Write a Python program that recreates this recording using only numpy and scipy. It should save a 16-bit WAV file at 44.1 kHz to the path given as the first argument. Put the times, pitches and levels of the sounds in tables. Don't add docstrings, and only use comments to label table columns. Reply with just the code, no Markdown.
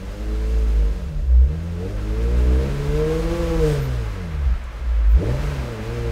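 import sys
import numpy as np
from scipy import signal
from scipy.fft import rfft, irfft, next_fast_len
from scipy.io import wavfile
from scipy.ndimage import map_coordinates

SR = 44100
rng = np.random.default_rng(int(sys.argv[2]) if len(sys.argv) > 2 else 0)


def persist_wave(psi):
    counts = np.round(np.clip(psi, -1, 1) * 32767).astype(np.int16)
    wavfile.write(sys.argv[1], SR, np.atleast_2d(counts).T)


N = 269451

# time in seconds, level in dB.
IMBALANCE = [(0, -15), (.5, -1), (.85, 3.5), (1.8, -10.5), (2.1, -4.5), (2.55, 4.5), (2.8, -1.5),
             (3.5, -18), (4.0, -6.5), (5.1, -5), (5.6, -6.5), (5.8, -26), (6.11, -3.5)]
# centre in Hz, width in Hz, gain in dB.
CAVITY_MODES = [(155, 195, -2), (228.4, 88, 3), (330, 52, -0.5), (476, 77, -0.5), (584.4, 86, 0),
                (850, 22, -31)]
# dB at cruise, dB per octave of speed, dB per dB of effort.
JET_LAW = (-45, 9.1, 0.056)


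def amp(db):
    return 10 ** (np.asarray(db) / 20)


def unit(x):
    return x / np.sqrt(np.mean(x ** 2) + 1e-20)


def at_hz(points, hz):
    knots_hz, values = np.transpose(points)
    return np.interp(np.log(hz + 1e-6), np.log(knots_hz), values)


def curve(points):
    knots_s, values = np.transpose(points)
    return np.interp(np.arange(N) / SR, knots_s, values)


def wobble(rate_hz):
    return map_coordinates(rng.standard_normal(N // 20), [np.arange(N) * rate_hz / SR], mode="wrap")


def swell(centre_s, sigma_s, peak_db):
    return amp(peak_db) * np.exp(-0.5 * ((np.arange(N) / SR - centre_s) / sigma_s) ** 2)


def filtered(x, response):
    size = next_fast_len(N + SR // 2)
    return irfft(rfft(x, size) * response(np.fft.rfftfreq(size, 1 / SR)), size)[:N]


def coloured(x, spectrum):
    return unit(filtered(x, lambda hz: amp(at_hz(spectrum, hz))))


def puffs(angle, depth):
    return rng.standard_normal(N) * (1 + depth * np.cos(angle))


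def tone(angle, rough, flutter_hz):
    in_phase = (1 + rough * wobble(flutter_hz)) * np.sin(angle)
    quadrature = rough * wobble(flutter_hz) * np.cos(angle)
    return np.sqrt(2) * (in_phase + quadrature)


def engine_gain(law, firing_hz, cruise_hz=110):
    # time in seconds, effort in dB (0 = light throttle).
    effort = [(0, -3.5), (.25, 0), (.9, -5), (1.17, -7.5), (1.45, 5), (1.72, -1.5), (1.84, 10),
              (1.96, -1.5), (2.2, 2.5), (2.85, -3.5), (3.0, 4), (3.2, 5.5), (3.4, 3), (3.55, 10.5),
              (3.98, -8.5), (4.19, -0.5), (4.4, -2), (5.08, 0.5), (5.22, 13.5), (5.42, -18), (5.58, -7.5),
              (5.75, -0.5), (6.11, 1)]
    cruise_db, db_per_octave, db_per_effort = law
    return amp(cruise_db + db_per_octave * np.log2(firing_hz / cruise_hz) + db_per_effort * curve(effort))


def workshop(x):
    # frequency in Hz, T60 in seconds.
    decay = [(100, 1), (600, 0.64), (4000, 0.21), (12000, 0.086)]
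    hz, t, noise = signal.stft(rng.standard_normal(SR // 2), SR, nperseg=256)
    tail = signal.istft(noise * amp(-60 * t / at_hz(decay, hz)[:, None]), SR, nperseg=256)[1]
    return signal.fftconvolve(x, np.pad(tail, (400, 0)) / np.linalg.norm(tail))[:N]


def panels(x):
    # centre in Hz, width in Hz, lift in dB.
    modes = [(856, 53, 9.5), (936, 67, 5), (1013, 28, 8.5), (1070, 13, 3.5), (1234, 14, -0.5),
             (1336, 38, 3.5), (1520, 32, 3.5), (1620, 32, 5), (2088, 12, 6.5), (2520, 41, 3.5),
             (2656, 60, 3), (4050, 150, 2), (6570, 58, 4), (8260, 130, 3)]

    def lift_db(hz):
        return sum(db * np.exp2(-(2 * (hz - centre) / width) ** 2) for centre, width, db in modes)
    return unit(filtered(x, lambda hz: amp(lift_db(hz))))


def tick(t60_s):
    contact = (4.638, -54)
    start_s, db = contact
    age_s = np.arange(N) / SR - start_s
    spectrum_hz_db = [(1500, -24), (3500, -8), (7000, 7), (12000, -8), (14000, -13), (15500, -15)]
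    burst = coloured(rng.standard_normal(N), spectrum_hz_db)
    return amp(db - 60 * np.abs(age_s) / t60_s) * (age_s > 0) * burst


def whistles(waver_hz=220):
    # start in seconds, length in seconds, start in Hz, end in Hz, peak in dB.
    glides = [(3.628, 0.156, 8310, 8310, -50), (3.792, .09, 14180, 13500, -47),
              (5.075, 0.08, 16000, 14000, -53)]
    t, out = np.arange(N) / SR, np.zeros(N)
    for start_s, length_s, start_hz, end_hz, db in glides:
        progress = np.clip((t - start_s) / length_s, 0, 1)
        hz = start_hz + (end_hz - start_hz) * progress + waver_hz * wobble(1100)
        out += amp(db) * np.sin(np.pi * progress) * np.sin(2 * np.pi * np.cumsum(hz) / SR)
    return out


def driveline(angle, firing_hz, onset_hz=115, full_hz=160):
    # multiple of the firing rate, level in dB re the jet.
    orders = [(.675, -1), (2.85, 0.5), (6.75, -7)]
    fast = np.interp(firing_hz, [onset_hz, full_hz], [0, 1])
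    whine = sum(amp(db) * tone(multiple * angle, rough=0.15, flutter_hz=14) for multiple, db in orders)
    return fast * engine_gain(JET_LAW, firing_hz) * whine


def buffet(firing_hz, onset_hz=130, full_hz=146.7):
    # frequency in Hz, density in dB.
    spectrum = [(12, -29), (24, -11), (33, -7.5), (42, 1.5), (55, -3.5), (70, -3.5), (84, -26.5),
                (160, -22.5), (300, -40), (600, -90.5)]
    # centre in seconds, sigma in seconds, peak in dB.
    chuffs = [(1.15, 0.21, -27.5), (4.51, 0.077, -21.5), (5.35, 0.15, -32)]
    stream_db = np.interp(firing_hz, [onset_hz, full_hz], [-32.5, -22.5])
    gain = np.hypot(amp(stream_db), sum(swell(*row) for row in chuffs))
    return gain * coloured(rng.standard_normal(N), spectrum)


def snarl(angle):
    return unit(sum(tone(k * angle, rough=0.3, flutter_hz=40) / k ** 0.6 for k in range(5, 17)))


def flow(angle, firing_hz, snarl_db=-17, vent_rasp_db=0.5, tyre_hiss_db=-15):
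    # frequency in Hz, density in dB.
    rasp_spectrum = [(380, -18.5), (650, 0), (783, -2.5), (851, -8), (1040, -4), (1140, -0.5), (2370, -5.5),
                     (2650, -9.5), (6000, -23.5), (7800, -46.5), (13200, -120)]
    hiss_spectrum = [(1470, -40), (2500, -16), (2660, -2), (2910, -3), (4080, -6), (4410, -6), (5140, -6),
                     (5900, -8.5), (6420, -8), (9640, -15), (13100, -17.5), (15600, -21.5)]
    # dB at cruise, dB per octave of speed, dB per dB of effort.
    air_law = (-50.5, 9.7, 0.021)
    # time in seconds, level in dB.
    roller_whirr = [(0, -68), (.8, -52), (1.25, -59), (2.0, -49), (2.7, -42), (3.7, -41.5), (4.6, -44.5),
                    (5.1, -44), (5.3, -40), (6.11, -41)]
    blow_off = (3.7, 0.07, -41.5)
    vent, rollers = swell(*blow_off), amp(curve(roller_whirr))
    jet_gain, air_gain = engine_gain(JET_LAW, firing_hz), engine_gain(air_law, firing_hz)
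    rasp_gain = np.linalg.norm([jet_gain, rollers, amp(vent_rasp_db) * vent], axis=0)
    hiss_gain = np.linalg.norm([air_gain, amp(tyre_hiss_db) * rollers, vent], axis=0)
    jet = coloured(puffs(angle, depth=0.067), rasp_spectrum) + amp(snarl_db) * snarl(angle)
    rasp = rasp_gain * amp(0.65 * wobble(24.77)) * panels(jet)
    hiss_flicker = amp(0.67 * wobble(30))
    air = coloured(puffs(angle, depth=0.041), hiss_spectrum)
    return rasp + hiss_gain * hiss_flicker * panels(air)


def turbulence(angle, firing_hz, muffler_hz=1100):
    # dB at cruise, dB per octave of speed, dB per dB of effort.
    churn_law = (-43, 4.8, 0.17)
    # centre in seconds, sigma in seconds, peak in dB.
    burbles = [(1.0, 0.048, -44), (1.86, 0.072, -39), (2.56, .12, -39.5), (3.72, 0.1, -38),
               (5.3, 0.052, -35), (5.55, 0.21, -37.5)]

    def response(hz):
        ring = sum((-1) ** k * amp(db) * 1j * hz * width / (centre ** 2 - hz ** 2 + 1j * hz * width)
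                   for k, (centre, width, db) in enumerate(CAVITY_MODES))
        return ring / (1 + (hz / muffler_hz) ** 4)
    gain = np.hypot(engine_gain(churn_law, firing_hz), sum(swell(*row) for row in burbles))
    return gain * unit(filtered(puffs(angle, depth=0.58), response))


def pops(t60_s, attack_s=0.0024):
    # start in seconds, level in dB.
    firings = [(5.168, -45), (5.226, -20), (5.286, -22.5)]
    out = np.zeros(N)
    for start_s, db in firings:
        age_s = np.maximum(np.arange(N) / SR - start_s, 0)
        ring = sum(amp(mode_db) * np.sin(2 * np.pi * (hz * age_s + rng.random()))
                   for hz, _, mode_db in CAVITY_MODES[2:5])
        out += amp(db - 60 * age_s / t60_s) * (1 - np.exp(-age_s / attack_s)) * ring
    return out


def exhaust(angle, firing_hz, slope_db_per_octave=-19.0, top_db=-8, shelf_hz=600):
    # frequency in Hz, gain in dB.
    pipe_response = [(90.0, -38), (130.0, -28.5), (160.0, -27.5), (190.0, -23.5), (270.0, -27),
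                     (310.0, -15.5), (340.0, -12), (390.0, -15.5), (447.0, 1), (485.0, -2), (535.0, -14.5),
                     (605.0, -5), (680.0, -23), (900.0, -4)]
    # dB at cruise, dB per octave of speed, dB per dB of effort.
    bark_law = (-16.5, 0, 0.92)
    odd_db = -4.5 + 1.6 * curve(IMBALANCE)
    out = np.zeros(N)
    for order in [3, *range(5, 17)]:
        multiple = order / 2
        hz = multiple * firing_hz
        source_db = slope_db_per_octave * np.log2(multiple / 2) + (order % 2) * odd_db
        pipe_db = at_hz(pipe_response, hz) + top_db * np.clip(np.log2(hz / shelf_hz), 0, 1)
        phase = multiple * angle + 2 * np.pi * rng.random()
        out += amp(source_db + pipe_db) * tone(phase, rough=0.091, flutter_hz=35.35)
    return engine_gain(bark_law, firing_hz) * out


def boom(angle, firing_hz, shake_db=-3):
    # frequency in Hz, gain in dB.
    low_response = [(30, -35), (45, -29.5), (50, -18), (54, -15.5), (60, -14), (66, -18), (75, -29),
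                    (100, -34), (125, -28.5), (150, -22.5), (172, -31)]
    muffler_response = [(105, -51.5), (150, -28.5), (180, -31), (200, -40.5), (220, -36), (280, -37.5),
                        (315, -32), (338, -28)]
    # time in seconds, level in dB.
    pulse_weight = [(0, -6), (.9, -12.5), (1.2, -4), (1.42, 6.5), (1.55, 3), (1.9, 3.5), (2.3, -3.5),
                    (3.3, -2), (3.7, 1.5), (4.0, 2.5), (4.3, 0), (4.48, 4), (4.57, -20.5), (4.7, -24.5),
                    (4.9, -4.5), (5.15, 5), (5.3, 8), (5.42, -5.5), (6.11, 3)]
    # dB at cruise, dB per octave of speed, dB per dB of effort.
    hum_law = (-3.23, 0, 0.44)
    shake_gain = amp(shake_db + curve(IMBALANCE) + at_hz(low_response, firing_hz / 2))
    firing_gain = amp(curve(pulse_weight) + at_hz(low_response, firing_hz))
    hum_gain = engine_gain(hum_law, firing_hz) * amp(at_hz(muffler_response, 2 * firing_hz))
    shake = shake_gain * tone(angle / 2, rough=0.02, flutter_hz=26.57)
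    firing = firing_gain * tone(angle, rough=0.025, flutter_hz=31.0)
    hum = hum_gain * tone(2 * angle, rough=0.29, flutter_hz=35.7)
    return shake + firing + hum


def scene():
    # time in seconds, firing rate in Hz.
    speed = [(0.0, 93.4), (0.22, 105.1), (0.54, 111.4), (0.75, 107.7), (0.9, 99.8), (1.0, 89.64),
             (1.14, 75.16), (1.31, 61.62), (1.38, 60.4), (1.44, 64.85), (1.51, 75.9), (1.53, 78.55),
             (1.62, 83.5), (1.79, 86.35), (1.9, 100.1), (1.97, 102.6), (2.09, 105.3), (2.31, 119.2),
             (2.53, 125.2), (2.69, 139), (2.87, 144.2), (2.98, 152.3), (3.38, 171.3), (3.56, 163.3),
             (3.76, 143), (4.29, 81.3), (4.53, 59.7), (4.61, 51.64), (4.7, 51.87), (4.8, 63.7),
             (4.87, 58.75), (4.93, 56.9), (5.07, 51.23), (5.14, 55.4), (5.16, 59.8), (5.19, 76.2),
             (5.22, 93.35), (5.26, 108.8), (5.33, 127.6), (5.43, 146.2), (5.5, 145.2), (5.78, 107.2),
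             (5.8, 106.5), (5.94, 119), (6.11, 114.4)]
    firing_hz = curve(speed) * (1 + 0.0029 * wobble(20))
    angle = 2 * np.pi * np.cumsum(firing_hz) / SR
    pipe = exhaust(angle, firing_hz) + turbulence(angle, firing_hz) + pops(t60_s=0.089)
    near = pipe + whistles() + tick(t60_s=0.1)
    diffuse = boom(angle, firing_hz) + flow(angle, firing_hz)
    diffuse += buffet(firing_hz) + driveline(angle, firing_hz)
    return (diffuse + near + amp(-12.5) * workshop(near))[None]


def record(dry):
    return filtered(dry[0], lambda hz: hz < 15750)[None]


dry = scene()
out = record(dry)
persist_wave(out)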